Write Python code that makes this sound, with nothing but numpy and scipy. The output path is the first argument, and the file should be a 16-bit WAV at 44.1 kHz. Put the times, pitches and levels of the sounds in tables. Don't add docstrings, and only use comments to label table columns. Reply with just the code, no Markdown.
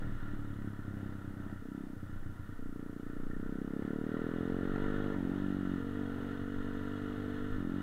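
import sys
import numpy as np
from scipy import signal
from scipy.fft import rfft, irfft, next_fast_len
from scipy.io import wavfile
from scipy.ndimage import uniform_filter1d, map_coordinates

SR = 44100
rng = np.random.default_rng(int(sys.argv[2]) if len(sys.argv) > 2 else 0)


def pcm_store(signal):
    levels = np.round(np.clip(np.atleast_2d(signal), -1, 1) * 32767)
    wavfile.write(sys.argv[1], SR, levels.astype(np.int16).T)


N = 344862
TIME_S = np.arange(N) / SR


def amp(db):
    return 10 ** (np.asarray(db) / 20)


def unit_rms(x):
    return x / np.sqrt(np.mean(x ** 2) + 1e-20)


def levelled(x):
    return x / np.sqrt(abs(uniform_filter1d(x ** 2, SR // 6)) + 0.045)


def gain_at(spectrum, hz):
    freq_hz, level_db = np.transpose(spectrum)
    return amp(np.interp(np.log(hz + 1), np.log(freq_hz + 1), level_db))


def swell(centre_s, half_length_s):
    return np.exp(-((TIME_S - centre_s) / half_length_s) ** 2)


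def wobble(knots_per_s):
    knots = rng.standard_normal(int(N * knots_per_s / SR) + 4)
    return map_coordinates(knots, [np.arange(N) * knots_per_s / SR])


def filtered(x, response):
    size = next_fast_len(N + SR // 2)
    return irfft(rfft(x, size) * response(np.fft.rfftfreq(size, 1 / SR)), size)[:N]


def lowpass(x, corner_hz):
    return filtered(x, lambda hz: 1 / (1 + (hz / corner_hz) ** 2) ** 2)


def noise(spectrum):
    return unit_rms(filtered(rng.standard_normal(N), lambda hz: gain_at(spectrum, hz)))


def resonance(hz, pitch_hz, width_hz):
    return 1j * hz * width_hz / (pitch_hz ** 2 - hz ** 2 + 1j * hz * width_hz)


def resonate(x, modes):
    def response(hz):
        return sum((-1) ** k * amp(db) * resonance(hz, pitch_hz, width_hz)
                   for k, (pitch_hz, width_hz, db) in enumerate(modes))
    return unit_rms(filtered(x, response))


# time_s, firing_hz
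ENGINE_SPEED = [(0, 39.8), (.35, 36.2), (.95, 33.2), (1.42, 31.79), (2.86, 29.39), (3.25, 29.81),
                (3.72, 33.9), (4.92, 50.12), (5.16, 50.1), (5.77, 46.13), (6.48, 47.59), (7.14, 49.31),
                (7.82, 48.99)]
# centre_s, change_hz, half_length_s
REV_SURGES = [(1.79, 2.98, .06), (5.24, -4.96, .09), (5.97, 3.05, .06), (7.54, 2.99, .04),
              (7.67, -6.45, .08)]

def revs():
    course_hz = np.interp(TIME_S, *np.transpose(ENGINE_SPEED))
    return course_hz + sum(hz * swell(centre_s, half_s) for centre_s, hz, half_s in REV_SURGES)


# start_s, duration_s, throttle_step, extra_thump_db, extra_drone_db
GRIP_TWISTS = [(1.59, 0.11, 2, -3.5, -5), (1.941, 0.033, 0, -5, 2.5), (2.45, 0.31, 2.5, -1, 3.5),
               (3.3, 0.064, 2.5, 0.9, -5), (3.7, 0.54, 3, 0.4, -0.6), (5.14, 0.023, 2, .6, 0),
               (5.76, 0.058, 1, -2, 2.5), (5.92, 0.069, 1.18, .7, 1.5), (6.03, 0.023, 1, -1.6, 0.5),
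               (7.55, 0.026, 2, -1, 1)]

def grip():
    held = np.zeros((3, N))
    for start_s, duration_s, *target in GRIP_TWISTS:
        progress = np.clip((TIME_S - start_s) / duration_s, 0, 1)
        held += (np.array(target)[:, None] - held) * progress
    return held


# thump_db, bark_over_thump_db, drone_db, clatter_db, rattle_db
THROTTLE_LOAD = [(-45.5, -13.5, -37.5, -51.2, -64.5), (-39, -13.5, -45, -52.5, -65),
                 (-36, -18, -46, -52.5, -65), (-36.5, -10.5, -44, -49, -63)]

def engine_levels(firing_hz, throttle, best_fill_hz=45.5, octave_off_loss_db=18, reference_hz=50):
    steps = np.arange(len(THROTTLE_LOAD))
    thump, bark, drone, clatter, rattle = [
        np.interp(throttle, steps, column) for column in np.transpose(THROTTLE_LOAD)]
    pulling = np.clip(throttle, 0, 1)
    thump -= pulling * octave_off_loss_db * np.log2(firing_hz / best_fill_hz) ** 2
    octaves = np.log2(firing_hz / reference_hz)
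    return thump, thump + bark, drone + 13 * octaves, clatter + 12.5 * octaves, rattle + 17 * octaves


def firing_samples(cycle):
    return np.flatnonzero(np.diff(np.floor(cycle)) > 0)


def thump_pulse(spectrum, skew=0.71, size=8192):
    hz = np.fft.rfftfreq(size, 1 / SR)
    top_hz = spectrum[-1][0]
    cepstrum = irfft(np.log(gain_at(spectrum, hz) / (1 + (hz / top_hz) ** 2)))
    cepstrum[1:size // 2] *= 1 + skew
    cepstrum[size // 2 + 1:] *= 1 - skew
    pulse = irfft(np.exp(rfft(cepstrum)))
    return np.roll(pulse, size // 2 - np.argmin(pulse))[1:] / np.linalg.norm(pulse)


# time_s, gain_db
WEAK_FIRINGS = [(.31, -18), (1.497, -14), (1.594, -18), (2.0, -8), (2.36, -8.5), (2.425, -21), (2.49, -3),
                (2.555, -11), (5.143, -2)]
# freq_hz, relative_db
THUMP_SHUT = [(15, -33.5), (55, -2.5), (103, 5), (150, -7.5), (205, 11), (255, -4), (298, 2), (360, -5),
              (450, -16), (700, -22), (1500, -52)]
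THUMP_LIGHT = [(15, -28), (50, -6), (96, 2.5), (150, -0.5), (235, 16), (285, 15.5), (355, -3.5), (400, 4),
               (455, 13.5), (540, -11.5), (615, -6.5), (700, -2), (900, -39), (1600, -41)]
THUMP_HALF = [(15, -45), (50, -10), (105, 5.5), (145, 9), (200, 19.5), (240, 15), (295, 17), (385, 4.5),
              (440, 1), (500, -5.5), (600, -6.5), (900, -16), (1600, -50)]
THUMP_OPEN = [(15, -43), (50, -15), (95, 0.5), (140, 9.5), (215, 16), (300, 13), (395, 8), (445, 14.5),
              (500, -3), (550, 5), (620, -8), (700, -2), (950, -23.5), (1600, -68.5)]

def intake(cycle, firing_hz, throttle, level_db, scatter_db=0.79, coast_scatter_db=2.3, limp_db=1.45):
    fired = firing_samples(cycle)
    size_draw, timing_draw = rng.standard_normal((len(fired), 2)).T
    coasting = np.clip(1 - throttle[fired], 0, 1)
    gulp_db = level_db[fired] + size_draw * (scatter_db + coast_scatter_db * coasting)
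    gulp_db += limp_db * coasting * np.cos(np.pi * cycle[fired])
    for time_s, gain_db in WEAK_FIRINGS:
        gulp_db[np.argmin(abs(fired / SR - time_s))] += gain_db
    strength = amp(gulp_db) * np.sqrt(SR / firing_hz[fired])
    jitter_s = .00002 + .00011 * coasting
    jittered = np.clip(fired + np.round(SR * timing_draw * jitter_s).astype(int), 0, N - 1)
    thumps = np.zeros(N)
    for step, spectrum in enumerate([THUMP_SHUT, THUMP_LIGHT, THUMP_HALF, THUMP_OPEN]):
        share = np.clip(1 - abs(throttle[fired] - step), 0, 1)
        gulps = np.bincount(jittered, strength * share, N)
        thumps += signal.fftconvolve(gulps, thump_pulse(spectrum), "same")
    return thumps


def airbox(thumps, pitch_hz=268, width_hz=36, ring_db=-6):
    return filtered(thumps, lambda hz: 1 + amp(ring_db) * resonance(hz, pitch_hz, width_hz))


# pitch_hz, width_hz, relative_db
PIPE_MODES = [(97.2, 22.6, 0), (203.5, 6.6, -0.5), (291, 11.5, 0.5)]

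def exhaust(cycle, level_db, scatter_db=4.5, muffler_hz=420):
    fired = firing_samples(cycle)
    kicks = np.bincount(fired, -amp(scatter_db * rng.standard_normal(len(fired))), N)
    drone = lowpass(resonate(kicks, PIPE_MODES), muffler_hz)
    return amp(level_db) * levelled(unit_rms(drone))


# freq_hz, relative_db
BARK_SPECTRUM = [(300, 3.5), (650, 5.5), (1400, 0.5), (2000, -0.5), (2500, -35), (6000, -46)]

def combustion(cycle, firing_hz, level_db, decay_s=0.004, scatter_db=3.5):
    firing_index = np.floor(cycle + 1).astype(int)
    uneven_db = scatter_db * rng.standard_normal(firing_index.max() + 1)[firing_index]
    age_s = cycle % 1 / firing_hz
    bursts = np.exp(-age_s / decay_s) * amp(level_db + uneven_db) * noise(BARK_SPECTRUM)
    return lowpass(bursts, corner_hz=BARK_SPECTRUM[-1][0])


def chatter(cycle, locked_share, turn_db, stroke_db, flutter_db=0.4, size=512):
    turns = 2 * cycle
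    pattern = irfft(np.exp(2j * np.pi * rng.random(size // 2 + 1)))
    teeth = unit_rms(map_coordinates(pattern, [turns % 1 * size], mode="grid-wrap"))
    contacts = np.sqrt(locked_share) * teeth + np.sqrt(1 - locked_share) * rng.standard_normal(N)
    swell_db = turn_db * np.cos(2 * np.pi * (turns + 0.021))
    swell_db += stroke_db * np.cos(2 * np.pi * (cycle - .17))
    return contacts * amp(swell_db + flutter_db * wobble(70))


# pitch_hz, width_hz, relative_db
CASING_MODES = [(968, 10.3, -1), (1054, 38, -5.5), (1264, 166, -1), (1393, 54, 6), (1509.6, 31, 2.5),
                (1745, 52, 0), (1856, 84, -0.5), (1940, 215, -7)]
HEAD_MODES = [(2496, 62, -3.5), (2910, 137, 3.5), (3313, 60, 4), (3630, 67, 2.5), (3813, 70, -4),
              (4090, 186, -6.5), (6430, 90, -11.5), (7440, 420, -20.5)]

def cogs_and_valves(cycle, firing_hz, clatter_db, rattle_db, play_cycles=.001, wander_db=0.92):
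    loose_cycle = cycle + play_cycles * wobble(25)
    tightness = (firing_hz / firing_hz.max()) ** 2
    cogs = resonate(chatter(loose_cycle, 0.42 * tightness, turn_db=3.0, stroke_db=1.4), CASING_MODES)
    valves = resonate(chatter(loose_cycle, 0.41 * tightness, turn_db=1.5, stroke_db=1.5), HEAD_MODES)
    return amp(wander_db * wobble(8)) * (amp(clatter_db) * cogs + amp(rattle_db) * valves)


# freq_hz, relative_db
RUSH_SPECTRUM = [(20, -68), (60, 3.5), (110, -2.5), (300, -0.5), (500, -6.5), (800, -11), (1150, -21),
                 (2000, -20.5), (2400, -29.5), (4000, -37.5), (6000, -48)]

def road_rush(firing_hz, top_speed_db=-53, db_per_decade=26, flutter_db=3.15):
    level_db = top_speed_db + db_per_decade * np.log10(firing_hz / firing_hz.max())
    return amp(level_db + flutter_db * wobble(6)) * noise(RUSH_SPECTRUM)


# centre_s, half_length_s, level_db
ROUGH_PATCHES = [(.12, 0.39, -39.5), (2.21, 0.094, -42), (2.64, 0.11, -42), (3.315, 0.18, -37),
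                 (4.835, 0.22, -39.5), (6.655, 0.11, -40.5), (7.536, 0.09, -37)]

def road_shake(smooth_db=-47):
    jolts = sum(amp(db) * swell(centre_s, half_s) for centre_s, half_s, db in ROUGH_PATCHES)
    return amp(smooth_db) + jolts


# freq_hz, relative_db
BUFFET_SPECTRUM = [(5, -49), (12, -6), (15, -9), (18, -12), (24, -27.5), (60, -34), (150, -42), (600, -94)]

def wind_buffet(shake):
    return shake * levelled(noise(BUFFET_SPECTRUM))


# start_s, level_db
METAL_STRIKES = [(3.311, -48), (3.343, -48), (5.135, -48)]
# pitch_hz, relative_db, t60_s
METAL_MODES = [(1800, 5, 0.045), (1930, -6, 0.023), (1370, 0, 0.039)]

def knocks(attack_s=.002, scatter_db=2.2):
    track = np.zeros(N + SR)
    age_s = np.arange(SR // 4) / SR
    onset = 1 - np.exp(-age_s / attack_s)
    for start_s, level_db in METAL_STRIKES:
        ring = np.zeros(len(age_s))
        for pitch_hz, mode_db, t60_s in METAL_MODES:
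            decay = amp(mode_db + rng.normal(0, scatter_db) - 60 * age_s / t60_s)
            ring += decay * np.sin(2 * np.pi * (pitch_hz * age_s + rng.random()))
        track[round(start_s * SR):][:len(ring)] += amp(level_db) * ring * onset
    return track[:N]


def scene(hardest_jolt_clatter_db=1.5):
    firing_hz, shake = revs(), road_shake()
    throttle, extra_thump_db, extra_drone_db = grip()
    cycle = np.cumsum(firing_hz) / SR - .868
    thump_db, bark_db, drone_db, clatter_db, rattle_db = engine_levels(firing_hz, throttle)
    clatter_db += hardest_jolt_clatter_db * shake / shake.max()
    thumps = amp(-1.0) * airbox(intake(cycle, firing_hz, throttle, thump_db + extra_thump_db))
    drone = amp(-1.5) * exhaust(cycle, drone_db + extra_drone_db)
    bark = combustion(cycle, firing_hz, bark_db + extra_thump_db)
    metal = cogs_and_valves(cycle, firing_hz, clatter_db, rattle_db) + knocks()
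    return thumps + drone + bark + metal + road_rush(firing_hz) + wind_buffet(shake)


# freq_hz, relative_db
HISS_SPECTRUM = [(100, 15.4), (4000, 6), (8000, 6.4), (14300, 5.3), (15700, 2.3)]

def record(dry, hiss_db=-71.5, band_limit_hz=15750):
    return filtered(dry + amp(hiss_db) * noise(HISS_SPECTRUM), lambda hz: hz < band_limit_hz)


dry = scene()
out = record(dry)
pcm_store(out)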